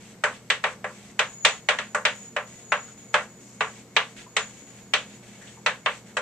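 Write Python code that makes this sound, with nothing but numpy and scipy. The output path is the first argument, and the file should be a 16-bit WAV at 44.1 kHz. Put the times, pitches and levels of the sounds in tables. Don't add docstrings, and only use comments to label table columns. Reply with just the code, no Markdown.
import sys
import numpy as np
from scipy import signal
from scipy.fft import rfft, irfft, next_fast_len
from scipy.io import wavfile
from scipy.ndimage import map_coordinates

SR = 44100
rng = np.random.default_rng(int(sys.argv[2]) if len(sys.argv) > 2 else 0)


def put_to_file(sound):
    columns = np.atleast_2d(sound).T
    safe = np.clip(columns, -1, 1)
    whole_steps = np.round(safe * 32767)
    wavfile.write(sys.argv[1], SR, whole_steps.astype(np.int16))


def elevation(decibels):
    levels = np.asarray(decibels, float)
    return 10 ** (levels / 20)


N = 273861
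STEP = 32


def unit(x):
    return x / np.sqrt(np.mean(x ** 2) + 1e-20)


def along(points, hz):
    f, v = np.transpose(points)
    return np.interp(np.log(hz + 1), np.log(f + 1), v)


def wobble(rate):
    knots = rng.standard_normal(int(N * rate / SR) + 4)
    return map_coordinates(knots, [np.arange(N) * rate / SR])


def decay(t, t60):
    return elevation(-60 * t / t60)


def build_up(t, seconds):
    return 1 - np.exp(-t / seconds)


def peak(hz, centre_hz, width_hz):
    return 1 / (1 + ((hz - centre_hz) / width_hz) ** 2)


def noise_pair(length=N):
    return rng.standard_normal((2, length))


def filtered(x, response):
    m = next_fast_len(x.shape[-1] + 4096)
    spectrum = rfft(x, m) * response(np.fft.rfftfreq(m, 1 / SR))
    return irfft(spectrum, m)[..., :x.shape[-1]]


def diffuse(pair, gain):
    # hz, likeness (0 to 1)
    likeness = [(40, 0.11), (130, 0.96), (400, 0.93), (800, 0.9), (1400, 0.67), (3000, .35), (6000, 0)]
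    turn = lambda hz: np.arccos(np.clip(along(likeness, hz), -1, 1)) / 2
    mid, side = filtered(pair, lambda hz: gain(hz) * np.array([np.cos(turn(hz)), np.sin(turn(hz))]))
    return unit(np.array([mid + side, mid - side]))


def ventilation():
    # hz, level_db
    air_colour = [(15, -40), (25, -26), (65, -13), (106, -12), (200, 0.5), (311, -13), (460, -10),
                  (800, -16.5), (1200, -19.5), (2200, -22.5), (5000, -31.5), (8000, -35.5), (14000, -51)]
    # centre_hz, width_hz, level_db
    duct_modes = [(460, 13, -65.5), (1970, 50, -84), (2178, 16, -70), (4410, 27, -81)]
    # pitch_hz, wander_hz, level_db, flutter_db
    hum_lines = [(120.2, 0.91, -59, 2), (172.7, 8.43, -69.5, 5.5), (206.9, 4.86, -58, 4),
                 (238.8, 3.88, -66, -4.5), (280.7, 5, -75, 15), (358.6, 1.97, -65.5, -3)]
    air = diffuse(noise_pair(), lambda hz: elevation(along(air_colour, hz)))
    air *= elevation(-53.0 + 0.27 * wobble(3.8))
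    for centre_hz, width_hz, db in duct_modes:
        air += elevation(db) * diffuse(noise_pair(), lambda hz: peak(hz, centre_hz, width_hz))
    t = np.arange(N) / SR
    for hz, wander_hz, db, flutter_db in hum_lines:
        drift = np.cumsum(wander_hz * wobble(30)) / SR
        level = elevation(db + flutter_db * np.tanh(wobble(9)))
        air += np.sqrt(2) * level * np.sin(2 * np.pi * (hz * t + drift))
    return air


def whine():
    # time_s, level_db
    swells = [(0.0, -90), (1.12, -83), (1.19, -65), (1.44, -42.5), (1.66, -56), (2.7, -53.5), (2.8, -49),
              (3.12, -53.5), (3.25, -72), (3.3, -55), (3.65, -57.5), (4.07, -69), (4.4, -48.5),
              (4.7, -53.5), (4.8, -60), (5.15, -58), (5.25, -64.5), (6.2, -65)]
    # centre_hz, width_hz, level_db
    lines = [(6820, 19.5, 1), (6916, 19, -2)]
    sound = elevation(-8) * diffuse(noise_pair(), lambda hz: 1 / (1 + ((hz - 6880) / 95) ** 8))
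    for centre_hz, width_hz, db in lines:
        line = diffuse(noise_pair(), lambda hz: peak(hz, centre_hz, width_hz))
        sound += elevation(db - 4 + 1.8 * wobble(7)) * line
    time_s, level_db = np.transpose(swells)
    swell_db = np.interp(np.arange(N) / SR, time_s, level_db)
    return elevation(swell_db - 9.0 + 2.9 * wobble(11)) * sound


def board(hz, between_db):
    # centre_hz, width_hz, level_db
    upper_modes = [(1350, 14, -0.5), (1400, 40, -3.5), (1380, 24, -12), (1523, 27, -1.5), (1666, 33, 0),
                   (1860, 34, -7), (1860, 10, -3.5), (1991, 63, -2), (2240, 37, -1), (2420, 30, -6.5),
                   (2580, 42, -7.5), (2666, 13, -1.5), (3140, 15, -5.5), (3460, 17, -3.5)]
    power = elevation(2 * between_db)
    for centre_hz, width_hz, db in upper_modes:
        power = power + elevation(2 * db) * peak(hz, centre_hz, width_hz / 2)
    return np.sqrt(power)


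def catches():
    # start_s, level_db, centre_hz, t60_s
    grabs = [
        (0.141, -47, 1950, 0.042),
        (1.098, -46, 2000, 0.043),
        (2.52, -52, 2080, .08),
        (2.878, -47.5, 1400, 0.15),
        (4.176, -47.5, 2780, 0.13),
        (4.26, -44, 1000, 0.093),
        (5.411, -47, 1760, 0.32),
        (5.47, -45, 3180, 0.15),
        (5.57, -45, 925, .1),
        (6.089, -51, 1700, 0.16),
    ]
    t = np.arange(int(.2 * SR)) / SR
    out = np.zeros((2, N + len(t)))
    for s, db, centre_hz, t60 in grabs:
        region = diffuse(noise_pair(len(t)), lambda hz: peak(hz, centre_hz, 0.13 * centre_hz))
        begin = round(s * SR)
        out[:, begin:begin + len(t)] += elevation(db) * decay(t, t60) * build_up(t, 0.0054) * region
    return out[:, :N]


def grit(rate, fine):
    breaks = rng.random((2, N)) < rate / SR
    return unit(breaks * noise_pair()) + fine * noise_pair()


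def contact_shape(start, length):
    press_s, lift_db_per_s = 0.0054, 324
    since = np.arange(0, N, STEP) / SR - start[:, None]
    lifted = np.clip(since - length[:, None], 0, 1)
    return np.clip(since / press_s, 0, 1) * elevation(-lift_db_per_s * lifted)


def strokes():
    # start_s, length_s, pressure_db, dust_over_pressure_db
    drags = [(0.0, 0.12, -54, -7), (0.236, 0.13, -49.5, -10), (.5, 0.078, -54.5, -16),
             (0.629, 0.098, -49.5, -7), (.845, 0.26, -55.5, -5), (1.183, 0.15, -56.5, -3.5),
             (1.46, 0.12, -50.5, -9.5), (1.685, 0.079, -52, -8.5), (1.783, 0.091, -54, -12),
             (1.947, 0.055, -57, -6), (2.05, 0.205, -55.5, -3), (2.365, 0.074, -63.5, -8.5),
             (2.467, 0.16, -56, -3.5), (2.715, 0.21, -56, -5.5), (2.972, 0.061, -57.5, -9),
             (3.128, 0.11, -50, -3.5), (3.403, 0.16, -65, 6.5), (3.615, 0.19, -52, -5),
             (3.95, 0.17, -53.5, -7), (4.161, 0.064, -48, -9.5), (4.371, 0.24, -53.5, -4.5),
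             (4.666, .15, -55.5, -9), (4.94, 0.22, -53.5, -10), (5.225, .18, -55.5, -7),
             (5.414, 0.13, -54.5, -4.5), (5.656, 0.11, -55.5, -9), (5.852, 0.12, -49.5, -6),
             (6.059, 0.043, -54.5, -9.5)]
    # hz, level_db
    scrape_colour = [(700, -18), (1300, -8.5), (1800, -1.5), (3000, 2.5), (4500, -4.5), (6000, -20.5),
                     (9000, -17.5)]
    # hz, level_db
    dust_colour = [(3500, -14), (5500, -7), (7000, -3.5), (9000, -13.5), (11000, -10), (14000, -23)]
    # hz, level_db
    rub_colour = [(300, 3), (450, -12), (700, 3.5), (1100, -10), (1700, -16.5)]
    start, length, pressure_db, dusty_db = np.transpose(drags)
    forces = elevation([pressure_db, pressure_db + dusty_db]) @ contact_shape(start, length)
    pressure, dusty = np.repeat(forces, STEP, axis=1)[:, :N]
    judder = np.tanh(wobble(35))
    scrape = diffuse(grit(rate=2500, fine=1.0),
                     lambda hz: elevation(along(scrape_colour, hz)) * board(hz, between_db=-11))
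    dust = diffuse(grit(rate=4000, fine=0.48), lambda hz: elevation(along(dust_colour, hz)))
    rub = diffuse(noise_pair(), lambda hz: elevation(along(rub_colour, hz)))
    sound = pressure * elevation(-3.0 + 2 * judder) * scrape
    sound += dusty * elevation(-5.5 + 1.17 * judder) * dust
    sound += elevation(-61) * unit(pressure) ** 0.55 * rub
    return sound


def wall_thump(t):
    # pitch_hz, t60_s, level_under_blow_db
    fixings = [(62.3, .2, -44), (175, 0.13, -33.5), (271, 0.3, -40.5)]
    sway = sum(elevation(db) * decay(t, t60) * np.sin(2 * np.pi * hz * t) for hz, t60, db in fixings)
    return build_up(t, 0.0055) * sway


def dense_modes(t, hard_db, crisp_db, lift_db):
    # hz, level_db
    blow_colour = [(330, -47.5), (420, -10.5), (700, -9), (1050, -3.5), (1300, -2), (1700, -0.5),
                   (2700, 4.5), (3600, -0.5), (5000, -19), (7000, -26.5), (9500, -35.5), (14000, -39.5)]
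    favoured_hz = 1950 + 18 * hard_db
    contact = [(1800, 0.019), (3400, hard_db + 5.5), (7500, crisp_db + 18.5)]

    def colour(hz):
        favour = elevation(lift_db * peak(hz, favoured_hz, 250))
        return elevation(along(blow_colour, hz) + along(contact, hz)) * favour * board(hz, between_db=-3.5)

    return diffuse(noise_pair(len(t)), colour)


def dying_bands(t, dense):
    # centre_hz, first_crack_db, board_t60_s, room_t60_s
    fading_bands = [(454, 4.5, 0.26, 0.25), (1000, -25, 0.17, 0.24), (2000, -19, 0.022, 0.19),
                    (3720, 2, 0.04, .2), (8000, 9, 0.015, 0.25), (13000, 8, 0.017, 0.19)]
    centres = [row[0] for row in fading_bands]
    ring = np.zeros_like(dense)
    for share, (_, crack_db, board_t60, room_t60) in zip(np.eye(len(centres)), fading_bands):
        band = filtered(dense, lambda hz: along(list(zip(centres, share)), hz))
        ring += band * (elevation(crack_db) * decay(t, 0.023) + decay(t, board_t60) + decay(t, room_t60))
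    return ring


def separate_modes(t, low_db, knock_db, middle_db):
    # pitch_hz, t60_s
    lowest = [(433, 0.16), (514, 0.24), (594, 0.17)]
    # pitch_hz, level_db, t60_s
    middle = [(650, -16, 0.16), (741, -24.5, 0.084), (796, -8, 0.063), (874, -19, 0.2), (917, -14, 0.098),
              (1007, -24, 0.1), (1057, -14.5, 0.21), (1116, -14, 0.2), (1171, -9.5, 0.18)]
    levels_db = [low_db + 6.5, (low_db + knock_db) / 2 + 4.5, knock_db + 6.0]
    modes = np.zeros(len(t))
    for db, (hz, t60) in zip(levels_db, lowest):
        modes += elevation(db) * decay(t, t60) * np.sin(2 * np.pi * hz * t)
    for hz, db, t60 in middle:
        level = elevation(middle_db + db + rng.normal(0, 0.78))
        modes += level * decay(t, t60) * np.sin(2 * np.pi * hz * t + rng.uniform(0, 2 * np.pi))
    return build_up(t, 0.0015) * modes


def contact_click(t, hard_db):
    click_hz = 1500 * elevation(0.21 * (hard_db + 21.0))
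    return -elevation(-2) * decay(t, .01) * np.sin(2 * np.pi * click_hz * t)


def taps():
    # start_s, peak_db, hardness_db, crispness_db
    landings = [(0.2376, -11, -19.5, -19), (0.501, -10, -3.5, -13), (0.6396, -12.5, -17, -26.5),
                (0.8422, -22.5, -27.5, -31), (1.192, -10, -11, -17.5), (1.4493, -5, -5.5, -10.5),
                (1.6872, -8, -11, -18.5), (1.7866, -19, -9, -16), (1.947, -15.5, -24.5, -14.5),
                (2.0518, -9, -7, -16), (2.364, -16.5, -20.5, -28), (2.7202, -11, -17, -26),
                (3.1411, -7.5, -15.5, -24), (3.6075, -13.5, -19, -28), (3.9647, -7.5, -5.5, -20.5),
                (4.3659, -12, -7.5, -10.5), (4.9361, -9.5, -3.5, -13.5), (5.6619, -10, -9, -18),
                (5.8601, -12, -11, -31.5), (6.1685, -15.5, -14.5, -16.5)]
    # lowest_mode_db, knock_mode_db, middle_modes_db, favoured_region_db
    places = [(-27.5, -21.5, -7.5, 3), (-29.5, -28, -16.5, 7), (-25, -21, -6, 1), (-21, -16, -4, -2),
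              (-32.5, -23, -10.5, 3), (-35.5, -25, -9, 3), (-32.5, -22, -9.5, 3), (-46, -24, -10, 6),
              (-25, -15.5, -3, 5.5), (-40, -21.5, -16, 5.5), (-36, -15, -7.5, -1.5), (-46.5, -19, -7, 1),
              (-38, -19.5, -8.5, 2), (-22.5, -39, -4.5, -3.5), (-27.5, -44, -7.5, 3.5),
              (-25, -43, -10, 4.5), (-31, -28, -22, 3.5), (-29, -24.5, -11, 4.5), (-31, -23, -8.5, 2),
              (-24, -20.5, -12, 5)]
    t = np.arange(int(.35 * SR)) / SR
    sound, push = np.zeros((2, N + len(t))), np.zeros(N + len(t))
    lead_in = np.linspace(0, 1, num=round(.005 * SR))
    thump = wall_thump(t)
    for (s, db, hard_db, crisp_db), (low_db, knock_db, middle_db, lift_db) in zip(landings, places):
        dense = dense_modes(t, hard_db, crisp_db, lift_db)
        blow = contact_click(t, hard_db)
        blow = blow + elevation(-9) * build_up(t, .0012) * dying_bands(t, dense)
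        blow += separate_modes(t, low_db, knock_db, middle_db)
        begin = round(s * SR)
        now = slice(begin, begin + len(t))
        sound[:, now] += elevation(db) * blow
        sound[:, begin - len(lead_in):begin] += elevation(db - 57) * lead_in * dense[:, -len(lead_in):]
        push[now] += elevation(db) * thump
    above_thump = signal.butter(6, 390, "high", fs=SR, output="sos")
    return (signal.sosfilt(above_thump, sound) + push)[:, :N]


def scene():
    return ventilation() + whine() + catches() + strokes() + taps()


def gain_control(x, knee_db, slope, release):
    keep = np.exp(-1 / (release * SR))
    recent = signal.lfilter([1 - keep], [1, -keep], np.mean(x ** 2, axis=0))
    level_db = 10 * np.log10(recent + 1e-12)
    return x * elevation(-slope * np.maximum(level_db - knee_db, 0))


def roll_off(x):
    return signal.sosfilt(signal.butter(12, 15520, fs=SR, output="sos"), x)


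def record(dry):
    # cavity_hz, width_hz, mesh_rolloff_hz, preamplifier_hiss_db
    ports = [(7850, 995, 19500, -65), (6400, 1030, 9300, -68.5)]
    # centre_hz, width_hz, level_db
    circuit_tones = [(7900, 25, -74), (11830, 22, -80.5)]

    def cavities(f):
        return np.array([c * c / (c * c - f * f + 1j * f * w) / (1 + 1j * f / mesh) ** 2
                         for c, w, mesh, _ in ports])

    hiss = elevation([[port[3]] for port in ports]) * noise_pair()
    for centre_hz, width_hz, db in circuit_tones:
        tone = filtered(rng.standard_normal(N), lambda hz: peak(hz, centre_hz, width_hz))
        hiss += elevation(db) * unit(tone)
    picked = filtered(dry, cavities) + hiss
    picked = elevation(1) * gain_control(picked, knee_db=-23, slope=0.089, release=0.011)
    rounded = picked / (1 + picked ** 6) ** (1 / 6)
    mix = filtered(rounded, lambda hz: hz < 14250)
    return roll_off(mix)


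dry = scene()
out = record(dry)
put_to_file(out)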